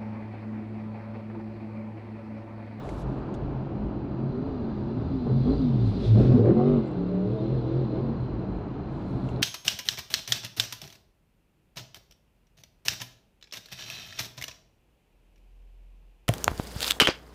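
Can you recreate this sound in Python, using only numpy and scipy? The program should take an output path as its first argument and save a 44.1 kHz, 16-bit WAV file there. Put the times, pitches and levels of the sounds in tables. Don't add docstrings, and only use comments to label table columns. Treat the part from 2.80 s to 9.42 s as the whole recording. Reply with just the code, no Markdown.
import sys
import numpy as np
from scipy import signal
from scipy.fft import rfft, irfft, next_fast_len
from scipy.io import wavfile
from scipy.ndimage import uniform_filter1d, map_coordinates

SR = 44100
rng = np.random.default_rng(int(sys.argv[2]) if len(sys.argv) > 2 else 0)


def bounce(signal):
    frames = np.transpose(np.atleast_2d(signal))
    limited = np.clip(frames, -1, 1)
    pcm = np.round(limited * 32767).astype(np.int16)
    wavfile.write(sys.argv[1], SR, pcm)


def level_to_linear(level):
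    exponent = np.asarray(level, float) / 20
    return 10 ** exponent


N = 291957

# [t/s, engine cycles f/Hz]
REVS_HZ = [(1.36, 40.98), (1.47, 46.26), (1.56, 47.44), (1.69, 55.67), (1.8, 48.02), (1.99, 40.93),
           (2.119, 44.84), (2.29, 56.43), (2.44, 48.98), (2.499, 41.58), (2.56, 45.2), (2.63, 43.53),
           (2.72, 54.7), (2.77, 58.06), (3.14, 33.27), (3.27, 39.57), (3.35, 35.52), (3.41, 41.74),
           (3.519, 42.67), (3.6, 36.96), (3.66, 38.17), (3.73, 43.38), (3.832, 46.25), (3.889, 48.5),
           (3.94, 49.16), (4.04, 41.9), (4.12, 37.62), (4.199, 35.82), (4.3, 36.6), (4.431, 37.26),
           (4.48, 38.15), (4.54, 40.2), (4.621, 40.47), (4.758, 43.18), (4.84, 40.43), (4.922, 41.38),
           (4.999, 44.7), (5.101, 39.29), (5.15, 40.4), (5.2, 43.4), (5.25, 45.9), (5.33, 45.05),
           (5.46, 40.84), (5.899, 34.02)]
# [t/s, closeness/dB]
NEAR_DB = [(0, -8), (.25, -15.5), (1, -28), (1.7, -14), (2.5, -9.5), (2.75, -5.5), (2.95, -6.5),
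           (3.18, -3.5), (3.26, 1.5), (3.33, -2), (3.43, -0.5), (3.7, -8), (4.3, -10.5), (4.65, -5.5),
           (5.15, -8.5), (5.83, -19), (6.4, -8), (6.62, -9)]
# [start t/s, length/s, boom order 3/dB, bark order 5/dB, snarl order 8/dB]
NOTES_DB = [(.1, 0.64, -49.5, -47.5, -50), (.9, 0.573, -44.5, -42, -46), (1.41, 0.043, -30.5, -37, -50),
            (1.52, 0.61, -43, -35, -43), (2.17, 0.086, -45.5, -39.5, -55.5),
            (2.31, 0.14, -45, -29.5, -54.5), (2.5, 0.11, -23, -31.5, -45.5),
            (2.65, 0.067, -40.5, -23.5, -41), (2.8, 0.1, -30, -24, -45.5),
            (2.92, 0.18, -23.5, -33.5, -52.5), (3.285, 0.06, -15, -35.5, -46),
            (3.37, .03, -18.5, -32, -35.5), (3.47, 0.05, -16.5, -33.5, -39), (3.59, 0.089, -23, -33, -30.5),
            (3.68, 0.027, -37, -36.5, -29.5), (3.745, 0.044, -28.5, -23, -31.5),
            (3.8, 0.042, -27, -35.5, -29), (3.86, .12, -27, -21, -28.5), (4.03, .05, -50, -42, -36),
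            (4.11, .03, -47.5, -43, -37), (4.17, 0.13, -44.5, -29, -39), (4.33, 0.12, -43, -31.5, -37.5),
            (4.47, 0.067, -29.5, -34, -34.5), (4.59, 0.094, -33.5, -35, -35.5),
            (4.7, .05, -29.5, -36, -37.5), (4.77, .04, -29, -46, -41), (4.84, 0.079, -33.5, -50.5, -34),
            (4.94, .1, -27.5, -45.5, -34.5), (5.1, 0.12, -37.5, -47, -36.5), (5.22, 0.11, -34.5, -32, -50),
            (5.41, 0.042, -34, -51, -47), (5.5, 0.15, -41.5, -45, -45), (5.65, 0.28, -52.5, -46, -51)]
# [start t/s, length/s, order 11/dB, order 16/dB]
EDGES_DB = [(3.56, 0.13, -31.5, -57.5), (3.76, 0.06, -33.5, -36.5), (3.85, 0.11, -39, -58),
            (4.0, 0.06, -47, -56.5), (4.13, 0.092, -35, -48), (4.28, 0.19, -35.5, -43.5),
            (4.53, 0.11, -37.5, -45), (4.7, 0.15, -43, -57), (4.86, 0.14, -44, -50), (5.13, 0.04, -46, -48),
            (5.2, 0.14, -44.5, -60)]
NOTE_ATTACK_S, NOTE_RELEASE_S = 0.053, 0.06
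# [start t/s, length/s, ragged exhaust/dB, rasp/dB]
SNAPS_DB = [(2.15, 0.072, -39.5, -58), (2.46, .07, -30, -51.5), (2.64, .1, -30, -49),
            (3.19, .07, -29.5, -69), (3.35, .11, -20, -49), (3.49, 0.11, -25, -47), (3.64, .08, -20, -47.5),
            (3.76, 0.055, -33.5, -41), (3.86, .13, -33, -47.5), (4.1, 0.07, -41, -60), (4.2, .45, -43, -63),
            (4.7, 0.06, -34, -64), (4.96, .08, -39.5, -58), (5.08, .27, -36.5, -59)]
SNAP_ATTACK_S, SNAP_RELEASE_S = 0.034, 0.055
WEAK_ORDERS = [6, 7, 9, 10, 4, 12, 13, 14, 18, 19, 21, 24, 26, 27, 29]
WEAK_ORDERS_DB = [-11.5, -3.5, -4.5, -12, -13, -9, 0.5, -11, -9.5, -4.5, 2.5, 12, 4.5, 1, 2]
FIRST_DB, SECOND_DB = -1, -21
CALM, WILD = 0.38, 1.1
WAVER_DB = 0.6
PASSED_S, TURN_S, SHADOW_DB = 3.6, 0.146, -7

# [f/Hz, width/Hz, level/dB]
CAB_MODES = [(53, 7.1, -3.5), (116, 53, -1), (226, 91.7, 0), (397, 87, -1), (647, 137, -17),
             (1220, 200, -33)]
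# [f/Hz, width/Hz, level/dB]
CAN_MODES = [(705, 39, 3.5), (847, 61, -0.5), (1093, 110, -1.5), (1500, 48, -6), (1540, 110, -14.5),
             (2100, 38, -20.5)]
# [f/Hz, width/Hz, level/dB]
METAL_MODES = [(2100, 300, -14), (3370, 300, -8), (3690, 300, -6), (4090, 230, 2), (4640, 260, -4)]
# [f/Hz, width/Hz, level/dB]
TAILPIPE_MODES = [(2050, 35, 3), (2820, 900, -2.5)]
# [f/Hz, level/dB]
GLASS_DB = [(10, 15.5), (1200, -10.5), (2500, -26.5), (5000, -38), (20000, -80)]
# [f/Hz, level/dB]
SHIELD_DB = [(10, 6.5), (4900, -3.5), (6000, -6.5), (8000, -26), (13000, -33.5), (20000, -68)]
# [t/s, level/dB]
WHIRR_DB = [(0, -73), (.25, -73), (1, -74.5), (1.7, -69.5), (2.3, -68), (2.55, -65), (2.73, -55.5),
            (2.95, -66.5), (3.2, -57), (3.28, -61), (3.36, -65), (3.7, -66), (3.95, -65.5), (4.3, -66.5),
            (4.65, -66), (5.15, -64.5), (5.83, -72.5), (6.4, -65.5), (6.62, -69)]
CHAIN_DB, CHAIN_GROWS = -57, 1.19
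TAILPIPE_DB = -32
# [start t/s, length/s, f/Hz, level/dB]
BUZZES_DB = [(2.6, 0.22, 3350, -64.5), (3.45, .25, 1900, -68), (4.15, .35, 2080, -74.5),
             (2.8, 0.094, 3700, -66.5), (2.979, 0.17, 3600, -65.5), (3.15, 0.1, 3680, -64.5),
             (3.235, .03, 3400, -60), (3.2, .07, 4100, -59.5), (2.9, .3, 4600, -70), (4.57, .07, 3700, -67),
             (5.7, .1, 4090, -68), (3.358, 0.085, 4100, -59.5), (3.42, .12, 2550, -62),
             (3.76, 0.15, 2050, -66), (3.94, 0.18, 2070, -67), (3.86, 0.14, 3680, -64.5),
             (4.0, .25, 2720, -68.5)]
BUZZ_WIDTH_HZ = 29

# [t/s, level/dB, f/Hz, length/s]
THUDS_DB = [(.14, -34.5, 52, 0.14), (0.278, -35, 55, .09), (.4, -39, 52, .1), (.33, -35, 275, .05),
            (0.416, -40, 250, .12), (0.628, -37, 125, .05), (0.781, -35.5, 125, .06),
            (1.018, -38.5, 210, .08), (1.071, -36.5, 55, .07), (1.252, -36.5, 285, .1),
            (3.17, -30, 185, .06), (3.271, -33, 52, .16), (3.382, -21.5, 208, .05), (3.53, -34, 52, .1),
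            (3.95, -37, 50, .12), (4.76, -42, 52, .1), (5.55, -38.5, 53, .12), (5.734, -37, 53, .1),
            (6.358, -32.5, 125, .06), (1.68, -34.5, 53, 0.12), (2.2, -30.5, 116, 0.092),
            (2.72, -30, 53.9, 0.27), (2.623, -24, 133.1, 0.094), (3.053, -31, 260, 0.073),
            (3.557, -15, 122.6, 0.045), (5.052, -31, 216.6, .06), (5.416, -31, 128.4, .08),
            (6.521, -34, 125, 0.22), (2.18, -32, 260, 0.046), (2.291, -30, 82, 0.065),
            (3.045, -34, 53.17, 0.07), (3.42, -27, 50.82, 0.09), (3.557, -16, 244, 0.04),
            (3.604, -22, 235, 0.032), (3.6, -27.5, 469, .05), (3.66, -31.5, 579, .06),
            (3.698, -31, 316, .06), (6.153, -37, 141.3, 0.09)]
# [f/Hz, density/dB per Hz]
HISS_DB = [(1500, -8.5), (2700, -0.5), (3800, 0.5), (5000, -4.5), (6500, -17), (8000, -23), (11000, -27.5),
           (13000, -46.5)]
WHOOSH_DB, WHOOSH_GROWS = -52, 1.53

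# [t/s, peak/dB, f/Hz, edge/dB]
TICKS_DB = [(0.0911, -45, 2150, -10.5), (0.541, -55.5, 2920, -3.5), (0.548, -56, 3500, -14),
            (4.06, -74, 7400, -8), (4.07, -76, 11000, -6.5), (4.076, -70.5, 7600, -12),
            (4.087, -74, 7700, -11), (4.115, -73, 7700, -9), (6.489, -49, 2780, -12),
            (6.562, -51, 4070, -36), (6.572, -58, 4040, -36)]
# [start t/s, length/s, hiss/dB]
STROKES_DB = [(.0, .06, -72), (.06, 0.084, -64), (.16, 0.063, -61.5), (.26, 0.14, -78), (.43, .06, -82),
              (.545, .012, -74), (3.04, .08, -69), (3.25, .04, -66), (3.37, .05, -70), (3.5, 0.09, -81),
              (4.075, 0.015, -80), (6.1, 0.48, -75.5), (6.28, 0.062, -82), (6.47, 0.04, -72)]
# [f/Hz, density/dB per Hz]
PAPER_DB = [(1500, -13.5), (2200, -5), (4500, -2.5), (6300, -7), (7400, -7), (8500, -11), (10000, -14),
            (11000, -10), (12200, -18.5), (13300, -33.5), (16000, -36)]
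STROKE_ATTACK_S, STROKE_RELEASE_S = 0.064, 0.02

IDLE_HZ = 13.3
# [crank order, level/dB]
IDLE_DB = [(2, -66.5), (4, -48.5), (6, -51.5), (8, -52), (10, -43), (12, -63.5), (14, -53.5), (16, -56.5),
           (20, -54), (22, -51.5), (25, -54), (32, -53.5)]

# [t/s, level/dB]
ROAD_DB = [(0, -34.5), (1, -29), (2, -30), (3, -24.5), (3.8, -31.5), (4.3, -37), (5.3, -30.5),
           (6.62, -27.5)]
# [f/Hz, density/dB per Hz]
RUMBLE_DB = [(12, -40.5), (20, -5.5), (125, 3), (223, 2), (278, 1), (404, -4), (490, -16.5), (586, -15.5),
             (700, -31), (910, -47.5), (1540, -120)]
# [t/s, roar/dB]
FAR_DB = [(0, -41.5), (.4, -43), (3, -45), (5.6, -44), (6.62, -41)]
# [f/Hz, density/dB per Hz]
ROAR_DB = [(300, -4), (450, -5), (600, -3), (860, -6.5), (1400, -15.5), (1930, -26), (2680, -27.5),
           (4500, -41), (5500, -45.5), (7000, -53), (9000, -67), (13000, -84.5)]


def bike():
    cycle_hz = revs()
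    notes = held(NOTES_DB, NOTE_ATTACK_S, NOTE_RELEASE_S)
    boom, bark, snarl = notes
    load, scrape = held(SNAPS_DB, SNAP_ATTACK_S, SNAP_RELEASE_S)
    strain = np.clip(2 * load / (load + boom + bark + 1e-4), 0, 1)
    rough = CALM + (WILD - CALM) * strain ** 2
    jitter = 0.012 * rough * wobble(30) + 0.002 * wobble(8)
    turn = np.cumsum(cycle_hz * (1 + jitter)) / SR

    fired = np.diff(np.floor(turn) + np.floor(turn - 3 / 8), prepend=-1) > 0
    blasts = fired * level_to_linear(2 * rng.standard_normal(N))
    pressure = signal.lfilter([1], [1, -np.exp(-1 / (0.027 * SR))], blasts)

    tone = exhaust_tone(turn, cycle_hz, notes, rough)
    ragged, rasp = exhaust_blasts(blasts, pressure, rough)
    return tone + buzzes() + load * ragged + scrape * rasp + valve_gear(pressure, snarl)


def revs():
    s, hz = np.transpose(REVS_HZ)
    t = np.arange(N) / SR
    climb = np.interp(t, s, hz)
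    sag = 1 / np.interp(t, s, 1 / hz)
    return np.where(np.gradient(climb) < 0, sag, climb)


def exhaust_tone(turn, cycle_hz, notes, rough):
    def order(k, db):
        depth_db = np.minimum(1, 0.3 + k / 14) * (WAVER_DB + 3 * rough[::64])
        sine = np.sin(2 * np.pi * (k * turn + rng.random()))
        return level_to_linear(db) * wobble(14, depth_db) * np.sqrt(2) * sine

    grid_hz = np.arange(1, 1500)
    cab_gain = np.abs(modes(CAB_MODES)(grid_hz))

    def cab(hz):
        return np.interp(hz, grid_hz, cab_gain)

    boom, bark, snarl = notes
    bite, sheen = held(EDGES_DB, NOTE_ATTACK_S, NOTE_RELEASE_S)
    tone = boom * order(3, 0) + bark * order(5, 0) + snarl * order(8, 0)
    tone += bite * order(11, 0) + sheen * order(16, 0)
    for k, db in zip(WEAK_ORDERS, WEAK_ORDERS_DB):
        tone += snarl * cab(k * cycle_hz) * order(k, db)
    mean = uniform_filter1d(np.maximum(boom, bark), size=SR // 5)
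    tone += mean * cab(cycle_hz) ** 2 * order(1, FIRST_DB)
    tone += mean * cab(2 * cycle_hz) * order(2, SECOND_DB)
    return tone


def exhaust_blasts(blasts, pressure, rough):
    def muffled(hz):
        return modes(CAB_MODES[1:])(hz) * shape(GLASS_DB)(hz) * (1 + 1j * hz / 300)

    def canned(hz):
        return modes(CAN_MODES)(hz) * shape(GLASS_DB)(hz / 2)

    puff = unit(pressure * rng.standard_normal(N))
    ragged = unit(filtered(unit(blasts) + 2.3 * puff, muffled))
    rasp = unit(filtered(unit(blasts) + 1.2 * rough * puff, canned))
    return ragged, rasp


def valve_gear(pressure, snarl):
    def metal(part):
        return rush(lambda hz: modes(part)(hz) * shape(SHIELD_DB)(hz), patchy_db=1.1)

    def whine(part):
        return rush(lambda hz: modes(part)(hz) ** 2, patchy_db=1.2)

    near_db, = curves(NEAR_DB)
    whirr_db, = curves(WHIRR_DB)
    upper = level_to_linear(-5.0 + 0.44 * shadow()) * whine(METAL_MODES[4:])
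    parts = level_to_linear(whirr_db) * (whine(METAL_MODES[3:4]) + upper)
    parts += level_to_linear(CHAIN_DB + CHAIN_GROWS * near_db) * metal(METAL_MODES[:3])
    parts += level_to_linear(TAILPIPE_DB) * shadow() / SHADOW_DB * snarl * metal(TAILPIPE_MODES)
    return unit(1 + 0.69 * unit(pressure)) * parts


def shadow():
    return SHADOW_DB * np.clip((np.arange(N) / SR - PASSED_S) / TURN_S, 0, 1)


def buzzes():
    out = np.zeros(N)
    for s, length, hz, db in BUZZES_DB:
        t = np.arange(round((length + 0.1) * SR)) / SR
        pole = np.exp(-np.pi * BUZZ_WIDTH_HZ / SR + 2j * np.pi * hz / SR)
        ring = unit(signal.lfilter([1], [1, -pole], rng.standard_normal(SR // 2)).real)[:len(t)]
        swell = np.sqrt(np.sin(np.pi * t / t[-1]).clip(0))
        out[round((s - 0.05) * SR):][:len(t)] += level_to_linear(db) * ring * swell
    return out


def thuds():
    t = np.arange(N) / SR
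    out = np.zeros(N)
    for s, db, hz, length in THUDS_DB:
        swell = np.exp(-(2 * (t - s) / length) ** 2)
        out += level_to_linear(db) * np.sqrt(2) * swell * np.cos(2 * np.pi * hz * (t - s))
    return out


def whoosh():
    near_db, = curves(NEAR_DB)
    return level_to_linear(WHOOSH_DB + WHOOSH_GROWS * near_db + shadow()) * rush(shape(HISS_DB), patchy_db=0.5)


def paper():
    level, = held(STROKES_DB, STROKE_ATTACK_S, STROKE_RELEASE_S)
    out = level * level_to_linear(0.6 * wobble(55)) * rush(shape(PAPER_DB), patchy_db=1.5)
    t = np.arange(SR // 30) / SR
    snap = signal.butter(3, [1800, 8000], "band", fs=SR)
    for s, db, hz, edge_db in TICKS_DB:
        ring = (1 - np.exp(-t / 0.00021)) * level_to_linear(-60 * t / 0.0096) * np.sin(2 * np.pi * hz * t)
        noise = signal.lfilter(*snap, rng.standard_normal(len(t)))
        edge = level_to_linear(edge_db - 2.0 - 60 * t / 0.046) * noise
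        start = round(s * SR)
        out[start:][:len(t)] += level_to_linear(db + 11.5) * (ring + edge)[:N - start]
    return out


def van():
    turn = np.cumsum(IDLE_HZ * (1 + 0.004104 * wobble(3.027))) / SR
    out = np.zeros(N)
    for k, db in IDLE_DB:
        sine = np.sin(2 * np.pi * (k * turn + rng.random()))
        out += level_to_linear(db) * wobble(7.1, depth_db=4.5) * np.sqrt(2) * sine
    return out


def road():
    rumble_db, = curves(ROAD_DB)
    far_db, = curves(FAR_DB)
    swell = wobble(2.7)
    rumble_gain = level_to_linear(rumble_db - 5.0 + 0.26 * swell + 0.37 * wobble(14.0))
    rumble = rumble_gain * rush(shape(RUMBLE_DB), patchy_db=-0.5)
    return rumble + level_to_linear(far_db + 0.5 * swell) * rush(shape(ROAR_DB), patchy_db=0.73)


def unit(x):
    return x / np.sqrt(np.mean(x ** 2) + 1e-20)


def curves(rows):
    s, *cols = np.transpose(rows)
    return [np.interp(np.arange(N) / SR, s, c) for c in cols]


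def held(rows, attack_s, release_s):
    t = np.arange(0, N + 64, 64) / SR
    s, length, *cols = np.transpose(rows)[:, :, None]
    rise = np.clip((t - s) / attack_s + 0.5, 0, 1)
    form = rise * np.exp(-np.clip(t - s - length, 0, None) / release_s * 2)
    return [np.interp(np.arange(N) / SR, t, (level_to_linear(db) * form).sum(axis=0)) for db in cols]


def wobble(rate_hz, depth_db=None):
    coarse = np.arange(0, N + 64, 64)
    knots = rng.standard_normal(int(N * rate_hz / SR) + 4)
    smooth = map_coordinates(knots, [coarse * rate_hz / SR])
    if depth_db is not None:
        smooth = level_to_linear(smooth * np.resize(depth_db, len(coarse)))
    return np.interp(np.arange(N), coarse, smooth)


def filtered(x, response):
    m = next_fast_len(N + SR // 2)
    return irfft(rfft(x, m) * response(np.fft.rfftfreq(m, 1 / SR)), m)[:N]


def shape(points):
    f, db = np.transpose(points)
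    return lambda hz: level_to_linear(np.interp(np.log(hz + 1), np.log(f), db, -120, -120))


def modes(rows):
    def response(f):
        total = 0
        for k, (c, w, db) in enumerate(rows):
            total = total + (-1) ** k * level_to_linear(db) * 1j * f * w / (c * c - f * f + 1j * f * w)
        return total
    return response


def rush(response, patchy_db):
    z = signal.stft(rng.standard_normal(N + 512), nperseg=512)[2]
    field = uniform_filter1d(rng.standard_normal(z.shape), size=6, axis=0)
    field = uniform_filter1d(field, size=14, axis=1)
    noise = signal.istft(z * level_to_linear(patchy_db * unit(field)), nperseg=512)[1][:N]
    return unit(filtered(noise, response))


def scene():
    return (bike() + thuds() + whoosh() + paper() + van() + road())[None]


def low_pass(x):
    return signal.sosfilt(signal.butter(12, 13300, fs=SR, output="sos"), x)


def record(dry):
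    hz, _, z = signal.stft(dry[0], SR, nperseg=1024, boundary="odd")
    band = uniform_filter1d(np.abs(z) ** 2, size=12, axis=0)
    band = uniform_filter1d(band, size=2, axis=1)
    flicker = uniform_filter1d(rng.standard_normal(z.shape), size=16, axis=0)
    flicker = uniform_filter1d(flicker, size=3, axis=1)
    threshold_db = -113 + 2.4 * unit(flicker)
    kept = (band > level_to_linear(2 * threshold_db)) | (hz[:, None] < 7000)
    gated = signal.istft(z * kept, SR, nperseg=1024)[1][None, :N]
    return low_pass(gated)


dry = scene()
out = record(dry)
bounce(out)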